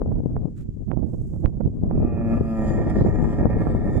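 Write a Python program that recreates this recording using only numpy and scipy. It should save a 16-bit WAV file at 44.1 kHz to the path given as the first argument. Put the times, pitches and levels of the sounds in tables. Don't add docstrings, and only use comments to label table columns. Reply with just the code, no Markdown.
import sys
import numpy as np
from scipy import signal
from scipy.fft import rfft, irfft
from scipy.io import wavfile
from scipy.ndimage import uniform_filter1d

SR = 44100
rng = np.random.default_rng(int(sys.argv[2]) if len(sys.argv) > 2 else 0)


def pcm_store(signal):
    levels = np.round(np.clip(np.atleast_2d(signal), -1, 1) * 32767)
    wavfile.write(sys.argv[1], SR, levels.astype(np.int16).T)


N = 176400

# (time [s], mouth opening [0-1], weakening of two pulses in three [0-1], roughness [0-1])
VOICE_QUALITY = [(2.05, 0, 0.1, 0.4), (2.28, 0.06, 0.05, 0.3), (2.38, 0, 0.4, 0.8), (2.5, 0.2, 0, 0.2),
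                 (2.66, 0.6, 0.1, 0.4), (2.8, 0.84, 0.2, 0.95), (3.2, 0.9, 0.4, .8), (4, 0.99, 0, .75)]


def camel():
    # (frequency [Hz], width [Hz], gain with mouth nearly shut [dB], gain with it open [dB])
    throat_resonances = [(345, 133, 3, 1.5), (536, 125, -1.5, 0.5), (672, 60, -1, -1),
                         (780.3, 94, -0.5, -3.5), (957, 130, -16, -10), (1206.7, 67, -5, -11.5),
                         (1352.4, 70, -9, -12.5), (1689, 100, -16.5, -13), (1828, 85, -19.5, -9.5),
                         (1954, 76, -22.5, -26.5), (2114, 120, -28.5, -23), (2307, 62, -25, -21),
                         (2450, 110, -17.5, -29), (2630, 110, -21, -36.5)]
    mouth_resonances = [(3273, 580, 4, 0.5), (3620, 94, -5.5, 1.5), (4370, 470, -4.5, -6.5),
                        (4960, 470, -3.5, 3.5), (5700, 440, -1.5, 1), (7130, 700, 5, 3.5),
                        (8070, 160, -7.5, 2), (8640, 220, -1.5, -4.5), (10500, 6000, -13, -19)]
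    # (time [s], level [dB])
    groan_levels = [(1.8, -89.5), (1.93, -51.5), (2.1, -39), (2.33, -33), (2.41, -40), (2.6, -30.5),
                    (2.82, -32.5), (3.08, -36.5), (3.35, -34), (3.72, -36.5), (4, -35)]
    hum_levels = [(1.8, -110), (2.0, -37), (2.15, -37.5), (2.24, -24.5), (2.42, -27), (2.5, -25),
                  (2.68, -22), (2.8, -35.5), (4, -34.5)]
    hiss_levels = [(2.0, -100), (2.3, -66.5), (2.42, -68.5), (2.68, -60), (2.82, -62.5), (2.91, -60),
                   (3.11, -69.5), (3.33, -58.5), (3.43, -67.5), (3.55, -67), (3.73, -63.5), (3.86, -69.5),
                   (4, -57)]
    buzz, air = larynx()
    groan = cavity(buzz, throat_resonances, drift=0.004, sway_db=1.4) * undb(curve(groan_levels))
    hum = unit(ring(buzz, hz=223, width_hz=42)) * undb(curve(hum_levels))
    hiss = cavity(air, mouth_resonances, drift=0.012, sway_db=4) * undb(curve(hiss_levels))
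    voice = pan(-2) * (groan + hum) + pan(-5) * (hiss + squeaks())
    direct_delays_s, bounce_delays_s, bounce_db = (0.00009, 0), (0.0033, 0.007), -6
    t = np.arange(N) / SR
    return np.array([np.interp(t - direct, t, side) + undb(bounce_db) * np.interp(t - bounce, t, side)
                     for side, direct, bounce in zip(voice, direct_delays_s, bounce_delays_s)])


def larynx():
    # (time [s], pitch [Hz])
    pitches = [(1.9, 122.5), (2.06, 118.9), (2.15, 115.3), (2.28, 114), (2.51, 111.7), (2.63, 108.8),
               (2.82, 105.9), (3.15, 104.6), (3.55, 105.1), (4, 103.6)]
    jitter_cycles, shimmer_db, rasp_db, gurgle_db = 0.017, 2.5, 2, 2
    hz = curve(pitches)
    weak, rough = curve(VOICE_QUALITY, column=2), curve(VOICE_QUALITY, column=3)
    cycles = np.cumsum(hz) / SR
    count = np.arange(1, int(cycles[-1]) - 1)
    time_error, size_error = rng.standard_normal((len(count), 2)).T
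    due = np.searchsorted(cycles, count)
    when = np.interp(count + jitter_cycles * rough[due] * time_error, cycles, np.arange(N))
    size = 1 - weak[due] * (count % 3 > 0)
    size *= undb(shimmer_db * rough[due] * size_error)
    size /= np.sqrt(1 + 2 * (1 - weak[due]) ** 2)
    pulses, i = np.zeros(N), when.astype(int)
    pulses[i], pulses[i + 1] = size * (1 - when + i), size * (when - i)
    puffs = signal.lfilter([1], [1, -np.exp(-hz.mean() / SR)], pulses)
    air = unit(puffs * rng.standard_normal(N))
    gurgle = undb(gurgle_db * rough * wander(per_s=45))
    return gurgle * (unit(pulses) + undb(rasp_db) * rough * air), gurgle * air


def cavity(source, resonances, drift, sway_db):
    opening, out = curve(VOICE_QUALITY), 0
    for hz, width_hz, shut_db, open_db in resonances:
        sway = sway_db * np.array([wander(per_s=5), wander(per_s=5)])
        ringing = ring(source, hz * (1 + drift * wander(per_s=5)), width_hz)
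        out = out + undb(shut_db + (open_db - shut_db) * opening + sway) * ringing
    return unit(out)


def squeaks():
    # (start [s], length [s], starting pitch [Hz], level [dB])
    events = [(2.652, 0.046, 439, -69.5), (2.923, 0.15, 395.5, -66)]
    # (frequency [Hz], gain [dB])
    band = [(2300, -31), (3100, -0.5), (5200, 3), (6500, -22)]
    out, fall_per_s = np.zeros(N), 1
    for start, length, hz, db in events:
        t = np.arange(int(length * SR)) / SR
        phase = 2 * np.pi * np.cumsum(hz * np.exp(-fall_per_s * t)) / SR
        harmonics = sum(np.sin(k * phase + rng.uniform(0, 2 * np.pi)) for k in range(1, 20))
        tone, i = np.zeros(N), int(start * SR)
        tone[i:i + len(t)] = np.sin(np.pi * t / length) * harmonics
        out += unit(colour(tone, band)) * np.sqrt(len(t) / N) * undb(db)
    return out


def wind(gusts):
    # (frequency [Hz], gain [dB])
    rumble_spectrum = [(15, -17), (30, -1.5), (65, -3), (130, -2.5), (230, -9.5), (400, -21.5),
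                       (700, -55.5), (1500, -72.5)]
    flutter_spectrum = [(80, -19.5), (220, 4), (400, -2.5), (650, -10), (1000, -25.5), (1500, -40.5),
                        (2500, -58), (5000, -82)]
    swell_db, swirl_db, lull_below_db, flutter_growth = 1.5, 7.5, -22, 2.08
    gust_db = curve(gusts)
    excess_db = gust_db - lull_below_db
    swirls = wander(per_s=81.05)
    rumble = unit(noise(rumble_spectrum) * undb(swell_db * swirls)) * undb(gust_db)
    choppy_air = rng.standard_normal(N) * undb(swirl_db * np.clip(swirls, -2, 2))
    flutter = unit(colour(choppy_air, flutter_spectrum))
    low = signal.sosfiltfilt(signal.butter(2, 970, fs=SR, output="sos"), flutter)
    flutter = low + (flutter - low) * undb(np.minimum(excess_db, 0))
    flutter_db = -30 + flutter_growth * np.minimum(excess_db, 2)
    return rumble + flutter * undb(flutter_db)


def thumps(size=8192):
    # (time [s], port [0 left, 1 right], peak of the kick [dB], brightness [Hz])
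    events = [(0.018, 0, -6, 334), (.061, 0, -12.5, 252), (.204, 0, -11, 195), (0.236, 0, -14.5, 177),
              (0.26, 0, -7, 195), (.366, 1, -11.5, 415), (0.456, 0, -12.5, 227), (.689, 1, -16.5, 116),
              (0.806, 1, -24, 158), (0.916, 1, -11.5, 637), (0.974, 1, -7, 214), (1.045, 1, -6, 127),
              (1.452, 1, -4, 60), (1.459, 1, -13, 970), (1.651, 1, -12, 101), (1.677, 0, -8, 172),
              (1.836, 0, -7, 183), (1.912, 1, -9.5, 383), (2.003, 0, -8.5, 203), (2.05, 1, -5.5, 194),
              (2.41, 0, -13, 120), (2.968, 0, -7.5, 197.9), (3.011, 1, -7.5, 319.3), (3.062, 1, -14.5, 480),
              (3.226, 0, -6.5, 221.6), (3.411, 1, -6, 240.8), (3.43, 0, -7, 288.6), (3.456, 0, -2, 329.5),
              (3.469, 1, -9, 300), (3.569, 0, -5, 190), (3.67, 1, -3.5, 347.5), (3.75, 0, -7, 258.5)]
    bass_cut_hz, wake_hz, wake_db, rise_s, fade_s = 131, 230, -31.5, 0.0087, 0.011
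    out = np.zeros((2, N + 2 * size))
    t = (np.arange(size) - size // 2) / SR
    f = np.arange(size // 2 + 1) * SR / size
    kick = 1.0 * (t == 0)
    wake_shape = np.exp(-np.abs(t) / np.where(t > 0, fade_s, rise_s))
    for time, port, db, hz in events:
        wake = undb(wake_db) * rng.standard_normal(size) * wake_shape
        i = int(time * SR) + size // 2
        for push, top_hz in ((kick, hz), (wake, min(hz, np.sqrt(hz * wake_hz)))):
            band = np.exp(-f / top_hz) * 1j * f / (bass_cut_hz + 1j * f)
            out[port, i:i + size] -= undb(db) * irfft(rfft(push) * band) / np.abs(irfft(band)).max()
    return out[:, size:size + N]


def sand():
    # (start [s], length [s], level of the body [dB], treble over the body [dB])
    events = [(0.556, 0.085, -69.5, -2.5), (1.044, 0.47, -88.5, 12.5)]
    # (frequency [Hz], gain [dB])
    body_spectrum = [(700, -12), (1300, 12), (2600, 1.5), (4000, -1), (12000, -24.5)]
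    treble_spectrum = [(3000, -23.5), (5500, -6), (7300, 1.5), (10000, -6), (15000, -11.5)]
    body, treble = noise(body_spectrum), noise(treble_spectrum)
    out = np.zeros(N)
    for start, length, db, treble_db in events:
        progress = np.clip((np.arange(N) / SR - start) / length, 0, 1)
        swell = np.sqrt(np.abs(np.sin(np.pi * progress)))
        out += undb(db) * swell * (body + undb(treble_db) * treble)
    graininess = undb(2 * wander(per_s=220))
    return pan(-12) * out * graininess


def background():
    # (frequency [Hz], gain [dB])
    spectrum = [(700, -1), (1500, -13.5), (4000, -19.5), (6000, -16), (7200, -12.5), (9000, -22.5),
                (15000, -29)]
    return undb(-71.5) * noise(spectrum)


def undb(db):
    return 10 ** (np.asarray(db) / 20)


def curve(rows, column=1):
    rows = np.array(rows, float)
    return np.interp(np.arange(N) / SR, rows[:, 0], rows[:, column])


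def unit(x):
    return x / np.sqrt(np.mean(x ** 2))


def colour(x, points):
    hz, db = np.array(points, float).T
    f = np.maximum(np.arange(N // 2 + 1) * SR / N, 1)
    gain = undb(np.interp(np.log(f), np.log(hz), db)) / (1 + (f / hz[-1] / 2) ** 4)
    return irfft(rfft(x) * gain, N)


def noise(points):
    return unit(colour(rng.standard_normal(N), points))


def wander(per_s):
    step = int(SR / per_s)
    values = np.repeat(rng.standard_normal(N // step + 1), step)
    return unit(uniform_filter1d(values, step)[:N])


def ring(x, hz, width_hz):
    turn = np.exp(2j * np.pi * np.cumsum(hz * np.ones(N)) / SR)
    lowpass = signal.butter(3, width_hz / 2, fs=SR, output="sos")
    return 2 * np.real(signal.sosfilt(lowpass, x * turn.conj()) * turn)


def pan(db):
    return undb(np.array([[db], [-db]]) / 2)


def scene():
    # (time [s], level [dB])
    left_gusts = [(0, -23.5), (.21, -26), (.46, -21.5), (.54, -37), (.82, -29.5), (.9, -47), (1.15, -29.5),
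                  (1.68, -32), (1.75, -25), (2.01, -17), (2.09, -26), (2.4, -20), (2.5, -32.5),
                  (2.6, -37.5), (2.71, -21), (2.93, -20), (3.01, -18.5), (3.29, -14), (3.34, -29),
                  (3.4, -17.5), (3.68, -24), (3.74, -19), (4, -23.5)]
    right_gusts = [(0, -27.5), (0.152, -20.5), (.25, -31), (.36, -23.5), (.46, -34.5), (.63, -28.5),
                   (.82, -47), (.89, -18.5), (1.04, -25), (1.17, -25), (1.321, -26), (1.45, -19.5),
                   (1.539, -27), (1.65, -15.5), (1.74, -32), (1.91, -18), (2.3, -24), (2.591, -25.5),
                   (2.71, -24), (3.069, -17.5), (3.14, -26.5), (3.44, -21.5), (3.62, -23), (3.791, -24),
                   (4, -19.5)]
    open_air = np.array([wind(gusts) + background() for gusts in (left_gusts, right_gusts)])
    return camel() + open_air + thumps() + sand()


def record(dry):
    top_hz = 15600
    return signal.sosfilt(signal.ellip(8, 0.2, 70, top_hz, fs=SR, output="sos"), dry)


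dry = scene()
out = record(dry)
pcm_store(out)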